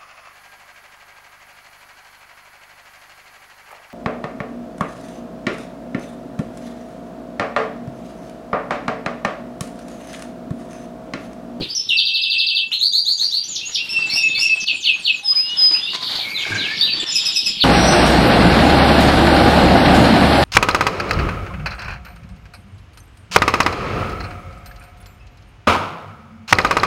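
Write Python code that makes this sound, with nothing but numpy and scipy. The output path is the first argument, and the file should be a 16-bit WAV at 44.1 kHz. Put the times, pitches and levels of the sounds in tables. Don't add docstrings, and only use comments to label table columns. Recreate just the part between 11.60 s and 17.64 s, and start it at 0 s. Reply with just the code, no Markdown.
import sys
import numpy as np
from scipy import signal
from scipy.fft import rfft, irfft
from scipy.io import wavfile
from scipy.ndimage import map_coordinates

SR = 44100
rng = np.random.default_rng(int(sys.argv[2]) if len(sys.argv) > 2 else 0)


def persist_wave(psi):
    counts = np.round(np.clip(psi, -1, 1) * 32767).astype(np.int16)
    wavfile.write(sys.argv[1], SR, np.atleast_2d(counts).T)


def to_linear_factor(level_db):
    exponent = np.asarray(level_db, float) / 20
    return 10 ** exponent


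N = 266319


def in_time(rows):
    s, *columns = np.transpose(rows)
    return [np.interp(np.arange(N) / SR, s, c) for c in columns]


def at_hz(points, hz):
    points = np.array(points)
    return np.interp(np.log(hz), np.log(points[:, 0]), points[:, 1])


def rms_one(x):
    return x / np.sqrt(np.mean(x ** 2) + 1e-20)


def band(x, lo_hz, hi_hz):
    limits = [lo_hz, min(hi_hz, .45 * SR)]
    return signal.sosfilt(signal.butter(2, limits, "band", fs=SR, output="sos"), x)


def drift(rate_hz):
    r = np.exp(-2 * np.pi * rate_hz / SR)
    noise = rng.standard_normal(N + SR)
    smooth = signal.lfilter([1], [1, -2 * r, r * r], noise)
    return rms_one(smooth[SR:])


def add(out, s, sound):
    at = max(int(s * SR), 0)
    out[at:at + len(sound)] += sound[:max(N - at, 0)]


def room(x, stretch):
    # f/Hz, time to fall 60 dB/s
    decay = [(1500, 0.048), (3500, 0.33), (7000, 0.36), (14000, 0.15)]
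    early_db, early_t60_s = -2.5, 0.18
    edges_hz = [60, 2000, 5000, 10000, 18000]
    t = np.arange(SR // 2) / SR
    noise = rng.standard_normal((5, len(t)))
    tail = noise[4] * to_linear_factor(early_db - 60 * t / early_t60_s)
    for k, (hz, t60) in enumerate(decay):
        tail = tail + band(noise[k], edges_hz[k], edges_hz[k + 1]) * to_linear_factor(-60 * t / (t60 * stretch))
    tail = tail * np.clip(t / 0.0023, 0, 1)
    return signal.fftconvolve(x, tail / np.sqrt(np.sum(tail ** 2)))[:N]


def syrinx(pitch, overtones):
    # f/Hz, level/dB
    beak = [(4000, -9.5), (5900, -1), (6700, -2.5), (7800, -14.5), (11000, 0), (14000, -9), (16000, -25)]
    phase = 2 * np.pi * np.cumsum(pitch) / SR
    voice = np.sin(phase)
    for multiple, db in overtones:
        k = round(2 * multiple) / 2
        level = to_linear_factor(db + at_hz(beak, k * pitch))
        voice = voice + level * np.sin(k * phase) * (k * pitch < .4 * SR)
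    return np.sqrt(2) * voice


def note_time(length):
    return np.arange(int(max(length, .005) * SR)) / SR


def glide(length, start_hz, end_hz, bend, overtones, hook=0, attack=0.0005, release=0.0008):
    t = note_time(length)
    along = np.clip((t - hook) / (t[-1] + 1 / SR - hook), 0, 1)
    pitch = end_hz + (start_hz - end_hz) * (1 - along) ** max(bend, .1)
    shape = np.clip(np.minimum(t / attack, (t[-1] - t) / release), 0, 1)
    return syrinx(pitch, overtones) * np.sin(shape * np.pi / 2) ** 2


def air():
    # f/Hz, level/dB per Hz
    spectrum = [(15, -37), (40, 0.5), (100, -21), (300, -22.5), (800, -5), (2000, -29), (4900, -0.5),
                (6000, -36), (15500, -61)]
    colour = to_linear_factor(at_hz(spectrum, np.arange(1, N // 2 + 2) * SR / N))
    return to_linear_factor(-54) * rms_one(irfft(rfft(rng.standard_normal(N)) * colour, N))


def handling_rumble():
    # t/s, level/dB
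    handling = [(0.0, -15.5), (0.12, -40.5), (0.57, -50.5), (1.82, -47.5), (2.47, -36.5), (3.25, -48.5),
                (4.86, -39), (4.91, -29.5), (5.08, -32), (6.04, -47.5)]
    level_db, = in_time(handling)
    noise = band(rng.standard_normal(N), 93.0, 376)
    return to_linear_factor(level_db - 8.5 + 2.96 * drift(19.0)) * rms_one(noise)


def stirring():
    # t/s, rustle level/dB
    stir = [(0.0, -36), (0.12, -48.5), (0.57, -62), (1.82, -55), (2.47, -39.5), (3.25, -51.5), (4.0, -36.5),
            (4.8, -35.5), (4.92, -24), (5.08, -29), (6.04, -47)]
    hiss_follows = 0.17
    rustle_db, = in_time(stir)
    hiss_db = -60 + hiss_follows * (rustle_db + 45)
    rustle = rms_one(band(band(rng.standard_normal(N), 580, 4170), 250, 9800))
    hiss = rms_one(band(rng.standard_normal(N), 5200, 12500))
    return to_linear_factor(rustle_db - 5.0 + 3.4 * drift(9.6)) * rustle + to_linear_factor(hiss_db + 2.5 * drift(9)) * hiss


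def far_chorus(count=2200):
    # t/s, twitter level/dB
    twitter = [(0, -19), (.1, -41), (.3, -43), (1.1, -75), (1.8, -41), (2.2, -37.5), (3.1, -37), (3.6, -40),
               (4, -40.5), (4.3, -34), (4.5, -45), (4.75, -44), (4.9, -36), (5.18, -29.5), (5.28, -33),
               (5.38, -28.5), (6.04, -29.5)]
    out = np.zeros(N)
    for when, long, high, slide, loud in rng.random((count, 5)):
        middle_hz = 2800 * (4600 / 2800) ** high
        sweep = 1 + .5 * (slide - .3)
        chip = glide(.01 + .015 * long, middle_hz * sweep, middle_hz / sweep, 1.2, [])
        add(out, when * N / SR, to_linear_factor(5 * loud) * chip)
    level_db, = in_time(twitter)
    return to_linear_factor(level_db) * rms_one(room(out, stretch=1.1))


def knocks():
    # t/s, peak level/dB, wood f/Hz, crack level/dB
    hops = [(0.009, -14, 143, -43), (0.4, -58, 121, -68), (1.11, -53, 204, -30), (1.627, -42, 724, -34),
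            (1.897, -38, 183, -39), (2.092, -35, 109, -29), (2.387, -31, 175, -25),
            (2.472, -35, 313, -25.5), (2.557, -23, 760, -30), (2.78, -29, 141, -25),
            (2.958, -32, 730, -31.5), (3.025, -27, 227, -54), (3.129, -31.5, 600, -35),
            (3.283, -36, 620, -39), (3.394, -38, 183, -33.5), (3.479, -38, 510, -68),
            (4.003, -29.5, 840, -26.5), (4.11, -28.5, 312, -23), (4.333, -25, 1060, -22),
            (4.345, -52, 543, -17.5), (4.553, -28, 119, -22), (4.589, -20, 770, -46),
            (4.865, -23, 774, -27), (4.9, -37, 119, -28), (4.945, -45, 300, -29), (5.375, -24, 322, -40),
            (5.43, -22.5, 344, -26.5), (5.867, -27.5, 191, -27), (5.899, -24.5, 236, -53),
            (5.97, -27, 191, -53)]
    # t/s, f/Hz, level/dB, length/s
    drum = [
        (4.905, 103, -28, .09),
    ]
    out, t = np.zeros(N), np.arange(SR // 8) / SR
    for s, db, hz, crack_db in hops:
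        wood = np.sin(2 * np.pi * hz * t) * to_linear_factor(-60 * t / 0.034)
        noise = rng.standard_normal(len(t))
        crack = rms_one(band(band(noise, 200, 4500), 140, 6500)) * to_linear_factor(-60 * t / 0.1)
        add(out, s, to_linear_factor(db - 5.5) * wood)
        add(out, s, to_linear_factor(crack_db - 10.0) * crack)
    for s, hz, db, length in drum:
        shape = np.clip(np.minimum(t / 0.0029, (length - t) / 0.037), 0, 1)
        add(out, s, to_linear_factor(db) * np.sin(2 * np.pi * hz * t) * shape)
    return out


def calls():
    loud_cry = {"falling trill": (0.055, 4722, 2900, 2.4, 0.0061), "foot": (0.031, 2690, 2666, 1.5, 0.0088),
                "rising trill": (0.115, 2980, 4790, 2.8, 0.041),
                "broad foot": (0.04, 2800, 2510, 2.06, 0.0093),
                "broad fall": (0.105, 4450, 2505, 4.2, 0.02), "chatter": (0.012, 5150, 2900, 1.2, 0.002),
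                "chatter back": (0.016, 3300, 4850, 1.257, 0.003),
                "long fall": (0.118, 4080, 2100, 1.1, 0.019), "drop": (0.018, 5830, 2900, 1.4, 0.0023),
                "scoop": (0.048, 2400, 2780, 3, 0.0015), "dip": (0.049, 2640, 2590, 0.83, 0.003),
                "pickup": (0.04, 3550, 4600, 2.94, 0.0075), "crest": (0.0535, 4800, 5540, 2.76, 0.011),
                "chip": (0.0266, 5750, 5050, 3.47, 0.0026), "lead-in": (0.0217, 6150, 5600, 0.95, 0.024),
                "arc": (0.059, 2800, 2660, 0.734, 0.022)}
    soft_cry = {"reed": (0.0536, 5520, 5420, 6.0, 0.011), "low tuck": (0.02, 2730, 2470, 1.26, 0.0015),
                "mid tuck": (0.022, 3700, 3750, 1.3, 0.0031), "seep": (0.036, 7500, 7000, 2.3, 0.004),
                "thin fall": (0.05, 9800, 7300, 1.8, 0.006),
                "thin whistle": (0.091, 6980, 6780, 1.4, 0.004),
                "far drop": (0.027, 6500, 4200, 0.78, 0.002), "slip": (0.14, 4000, 3200, 3.5, 0.0075),
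                "low slip": (0.051, 3650, 2100, 2.1, 0.0056), "croon": (0.0176, 1590, 1620, 0.91, 0.0032),
                "low trill": (0.0426, 2650, 2185, 5.07, 0.0023),
                "beak snap": (0.027, 5850, 7000, 1.3, 0.0058), "fall tail": (0.049, 3050, 2300, 1.1, 0.017),
                "grunt": (0.0215, 2150, 2350, 1.5, 0.0027), "swoop": (0.086, 7300, 5100, 0.45, 0.015),
                "short swoop": (0.058, 5900, 4900, 0.616, 0.0089),
                "far whistle": (0.08, 5900, 5300, 1.8, 0.023), "rasp": (0.011, 8100, 6900, 1.2, 0.003),
                "low hum": (0.07, 2300, 2120, 1.6, 0.0087), "haze": (0.022, 7400, 3800, 0.73, 0.0027)}
    reedy_names = ("crest", "chip", "lead-in", "reed")
    song = {"falling trill": [(0.366, -15.5, 4710), (0.449, -18.5, 4700), (0.535, -18.5, 4700),
            (0.613, -19, 4900), (0.696, -18, 4690), (0.778, -17, 4900), (0.862, -17.5, 4820),
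            (0.946, -16, 4666)], "foot": [(0.322, -15.5), (0.408, -24.5), (0.49, -23.5), (0.572, -22),
            (0.655, -23), (0.737, -17.5), (0.82, -20.5), (0.905, -22), (0.99, -26)],
            "broad foot": [(3.09, -22), (3.285, -19.5), (3.485, -26)],
            "rising trill": [(1.187, -16.5, 2880), (1.312, -15, 3030), (1.441, -17, 2910),
            (1.573, -18, 2930), (1.701, -19.5, 2970)], "broad fall": [(3.234, -16.5), (3.437, -17.5),
            (5.995, -14.5)], "chatter": [(4.301, -25.5), (4.342, -19.5), (4.8, -30), (4.426, -22.5),
            (4.468, -21.5), (4.511, -21), (4.553, -19), (4.592, -23, 4700), (4.612, -26, 4500)],
            "chatter back": [(4.312, -30.5), (4.352, -38), (4.405, -30), (4.438, -30), (4.48, -28),
            (4.525, -30.5), (4.567, -33), (4.604, -33), (4.63, -36.5)], "long fall": [(4.736, -25.5),
            (4.968, -25.5), (5.205, -30.5)], "drop": [(1.953, -21, 6300), (2.145, -13), (5.168, -26)],
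            "scoop": [(2.004, -32.5), (2.174, -28.5)], "arc": [(2.548, -24.5), (2.798, -24.5)],
            "dip": [(2.63, -20), (2.895, -20.5)], "pickup": [(2.49, -23, 3810), (2.742, -23, 3830)],
            "crest": [(2.532, -21.5), (2.785, -22.5)], "chip": [(5.55, -19, 5700), (5.652, -17.5, 5710),
            (5.755, -19, 5770), (5.855, -20.5, 5670)], "lead-in": [(5.532, -26.5), (5.634, -32.5),
            (5.734, -26.5), (5.838, -29.5)]}
    answers = {"reed": [(2.285, -29, 5000), (2.495, -32.5, 5600)], "low tuck": [(5.55, -28), (5.655, -29),
               (5.755, -28), (5.86, -29)], "mid tuck": [(5.582, -28.5), (5.667, -30), (5.769, -33),
               (5.808, -29, 3100), (5.722, -32.5, 3550), (5.605, -31, 3300)], "seep": [(5.497, -38.5),
               (5.593, -40.5), (5.706, -39), (5.863, -43)], "thin fall": [(2.931, -50.5), (3.141, -49),
               (3.391, -52.5), (3.629, -57)], "thin whistle": [(1.068, -58), (2.612, -47.5), (2.78, -45.5)],
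               "far drop": [(3.01, -39, 5930), (3.21, -38), (3.892, -48)], "slip": [(3.621, -45),
               (3.922, -38), (3.855, -44.5, 4500)], "low slip": [(3.224, -26.5), (3.712, -43.5)],
               "croon": [(4.845, -36), (4.918, -19), (4.953, -19.5)], "low trill": [(4.655, -30.5),
               (4.712, -29.5), (4.772, -28), (4.83, -29), (4.89, -30.5), (4.945, -32), (5.003, -29.5),
               (5.06, -29.5), (5.115, -31)], "beak snap": [(1.18, -41.5), (1.313, -38), (1.44, -37),
               (1.57, -39.5), (1.7, -44)], "fall tail": [(4.8, -32), (5.035, -31.5), (5.265, -32)],
               "grunt": [(2.503, -31.5), (2.753, -38.5)], "swoop": [(1.872, -37.5), (3.52, -52, 7500)],
               "short swoop": [(2.112, -32.5)], "far whistle": [(0.26, -44.5), (0.36, -48), (0.472, -50.5)],
               "rasp": [(4.8, -46), (5.398, -42), (7, -42), (2.46, -44)], "low hum": [(2.615, -46),
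               (2.83, -47.5)], "haze": [(3, -29, 6600), (2.88, -36.5, 6000), (1.578, -47, 7700),
               (4.78, -49), (4.81, -46), (4.94, -42), (5.33, -37.5, 5000), (5.1, -38, 5500)]}
    # t/s, length/s, start f/Hz, end f/Hz, level/dB
    flicks = [
        (0.288, 0.043, 4260, 2723, -16.5),
        (1.115, 0.039, 2300, 4310, -17.5),
        (1.64, 0.086, 5700, 5450, -43),
        (3.062, 0.052, 4460, 2494, -17.5),
        (4.005, 0.0092, 3500, 4060, -27.5),
        (4.58, 0.0714, 2800, 2300, -39),
        (0.148, 0.038, 6170, 5270, -22),
        (5.462, 0.048, 5730, 5120, -25),
    ]
    slides = [(0.53, 0.036, 5256, 5160, -44), (1.5, 0.012, 4180, 4750, -27),
              (1.519, 0.11, 6900, 6030, -44.5), (1.834, 0.02, 5480, 6580, -31),
              (2.049, 0.035, 6360, 7100, -32), (2.291, 0.042, 2624, 2760, -30),
              (2.401, 0.03, 4700, 4750, -41), (2.54, 0.08, 4700, 4730, -39), (2.84, 0.036, 5520, 5560, -32),
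              (2.688, 0.08, 3650, 3500, -35.5), (2.855, 0.024, 2650, 2640, -16.5),
              (2.584, 0.014, 3670, 3570, -32.5), (4.14, 0.052, 2470, 3380, -32.5),
              (4.185, 0.11, 3280, 3890, -35), (4.259, 0.044, 2690, 2950, -30),
              (3.112, 0.095, 7230, 6970, -50.5), (3.335, 0.064, 6590, 6450, -57),
              (4.685, 0.029, 4500, 4700, -36.5), (5.188, 0.03, 4450, 4700, -17),
              (5.21, 0.038, 3500, 4100, -17), (4.8, 0.02, 2900, 3900, -28), (5.25, 0.0505, 4050, 4000, -29),
              (5.165, 0.025, 2200, 2900, -38.5), (0.087, 0.029, 4400, 5250, -27.5),
              (5.33, 0.026, 4600, 4550, -35), (5.495, 0.054, 6000, 5900, -44),
              (5.245, 0.084, 4620, 4515, -28), (5.385, 0.1, 3490, 3560, -32)]
    murmurs = [
        (3.606, 0.07, 780, 864, -50.5),
        (3.696, 0.035, 1076, 1180, -45),
        (4.36, 0.091, 1027, 1020, -49),
        (5.009, 0.14, 1593, 1820, -35),
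        (5.191, 0.27, 1750, 1836, -48.5),
        (5.423, 0.077, 1840, 1740, -40),
    ]
    notes = []
    for repeats, shapes in [(song, loud_cry), (answers, soft_cry)]:
        for name in repeats:
            length, usual_hz, end_hz, bend, attack = shapes[name]
            for s, db, *own in repeats[name]:
                start_hz = own[0] if own else usual_hz
                notes.append((s, db, length, start_hz, end_hz, bend, attack, name in reedy_names))
    for rows, bend in [(flicks, 3.6), (slides + murmurs, 0.88)]:
        for s, length, start_hz, end_hz, db in rows:
            notes.append((s, db, length, start_hz, end_hz, bend, 0.0034, False))
    return notes


def buzz(length):
    return 1 + .8 * np.cos(2 * np.pi * 115 * note_time(length))


def near_birds():
    # multiple of the pitch, level/dB
    pure = [(2, -29), (3, -29)]
    rising = [(2, -22.5), (3, -26), (4, -30)]
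    hooked = [(2, -40.5), (3, -32)]
    # multiple of that leading line, level/dB
    reedy_lines = [(1.5, -10.5), (2, -22), (2.5, -24), (3, -26)]
    distant_db, flutter_db = -31, 5.0
    near, distant = np.zeros((2, N))
    for s, db, length, start_hz, end_hz, bend, attack, reedy in calls():
        hook, release = 0, min(0.0048, length / 4)
        if start_hz > 1.5 * end_hz and length > .045:
            voice, hook, release = hooked, 0.14 * length, 0.67 * length
        elif reedy:
            voice = reedy_lines
        elif end_hz > 1.2 * start_hz:
            voice, release = rising, 0.6 * length
        else:
            voice = pure
        note = glide(length, start_hz, end_hz, bend, voice, hook, max(attack, .001), release)
        if reedy:
            note = note * buzz(length)
        add(distant if db < distant_db else near, s, to_linear_factor(db) * note)
    out = near + distant * to_linear_factor(flutter_db * drift(80))
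    wobble = .3 * drift(150)
    out = map_coordinates(out, [np.arange(N) + wobble], order=3)
    return out * (1 + .17 * drift(80))


def held_tones():
    # t/s, length/s, f/Hz, level/dB
    tones = [
        (.33, 0.84, 2668, -26.5),
        (2.511, 0.61, 2608, -27.5),
        (4.65, 0.46, 2190, -33),
    ]
    out = np.zeros(N)
    for s, length, hz, db in tones:
        add(out, s, to_linear_factor(db) * glide(length, hz, hz, 1, [], release=0.14))
    return out * to_linear_factor(3.5 * drift(14))


def whistles():
    # t/s, f/Hz, level/dB
    whistle_lines = [
        [(3.632, 5470, -52), (3.648, 5200, -25), (3.682, 5045, -13.5), (3.712, 5036, -11), (3.73, 4986, -26.5),
         (3.742, 5023, -19.5), (3.808, 5047, -12), (3.892, 5028, -36), (3.9, 5000, -40)],
        [(3.958, 5423, -49), (3.974, 5080, -22), (3.992, 5054, -12), (4.024, 5037, -9.5), (4.094, 5013, -17),
         (4.1, 4940, -25), (4.122, 4982, -15.5), (4.168, 4997, -20.5), (4.3, 4940, -52)],
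        [(2.34, 2736, -27), (2.368, 2680, -11.5), (2.385, 2675, -13), (2.408, 2665, -29), (2.428, 2666, -11.5),
         (2.44, 2640, -28), (2.468, 2663, -23), (2.478, 2646, -33), (2.51, 2650, -27)],
    ]
    slur = [(3.77, 2316, -30.5), (3.79, 2460, -41), (3.831, 2793, -38), (3.9, 2887, -25.5),
            (3.968, 2946, -35.5), (4.06, 2780, -50)]
    # multiple of the pitch, level/dB
    whistle_overtones = [(2, -29.5), (3, -23)]
    out, t = held_tones(), np.arange(N) / SR
    for rows in [*whistle_lines, slur]:
        pitch, db = in_time(rows)
        ends = np.clip(np.minimum(t - rows[0][0], rows[-1][0] - t) / 0.0023, 0, 1)
        out += syrinx(pitch, whistle_overtones) * to_linear_factor(db) * ends
    return out


def lens_motor():
    # f/Hz, width/Hz, level/dB
    resonances = [(9200, 350, -2), (10100, 250, -4), (11000, 300, -4), (12500, 900, 2), (13750, 300, -2)]
    # t/s, level/dB
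    motor_on = [
        (4.38, -80),
        (4.46, -53),
        (4.7, -50),
        (4.84, -54),
        (4.95, -80),
    ]
    out, noise = 0, rng.standard_normal(N)
    for hz, width_hz, db in resonances:
        out = out + to_linear_factor(db) * rms_one(band(noise, hz - width_hz / 2, hz + width_hz / 2))
    return rms_one(out) * to_linear_factor(in_time(motor_on)[0])


def scene():
    birds, held, hops = near_birds(), whistles(), knocks()
    direct = to_linear_factor(-4) * birds + to_linear_factor(-2.6) * held + hops
    echoes = room(to_linear_factor(0.5) * birds + to_linear_factor(-6) * held + to_linear_factor(3.5) * hops, stretch=0.78)
    background = far_chorus() + handling_rumble() + stirring() + lens_motor() + air()
    return (direct + echoes + background)[None]


def band_limit(x):
    return signal.sosfilt(signal.butter(12, 15750, fs=SR, output="sos"), x)


def record(dry):
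    # t/s, depth/dB, recovery/s
    ducks = [
        (0.058, 2, 0.022),
        (1.092, 3, 0.042),
        (3.046, 7, 0.026),
        (3.603, 4, 0.061),
        (4.362, 5.5, 0.042),
        (5.443, 6.5, 0.048),
    ]
    # t/s, peak level/dB
    tick_list = [(0.401, -27.5), (0.318, -34), (.656, -51), (.745, -29.5), (0.798, -32), (1.361, -28),
                 (1.476, -37), (1.52, -36), (1.632, -23), (1.75, -26), (1.23, -27.5), (1.268, -28.5),
                 (1.371, -33), (1.398, -33), (1.5, -27.5), (3.042, -23.5), (3.071, -31), (3.082, -28)]
    t, cut_db, ticks = np.arange(N) / SR, np.zeros(N), np.zeros(N)
    for s, depth_db, recovery_s in ducks:
        cut_db += depth_db * (t > s) * np.clip(1.5 - (t - s) / recovery_s, 0, 1)
    x = dry * to_linear_factor(-cut_db)
    x = x + .05 * band(x ** 2, 6500, 16000)
    x = 1.75 * np.tanh(x / 1.4)
    for s, db in tick_list:
        ticks[int(s * SR)] = to_linear_factor(db + 14.0)
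    return band_limit(x + band(band(ticks, 500, 10000), 300, 10000))


dry = scene()
out = record(dry)
persist_wave(out)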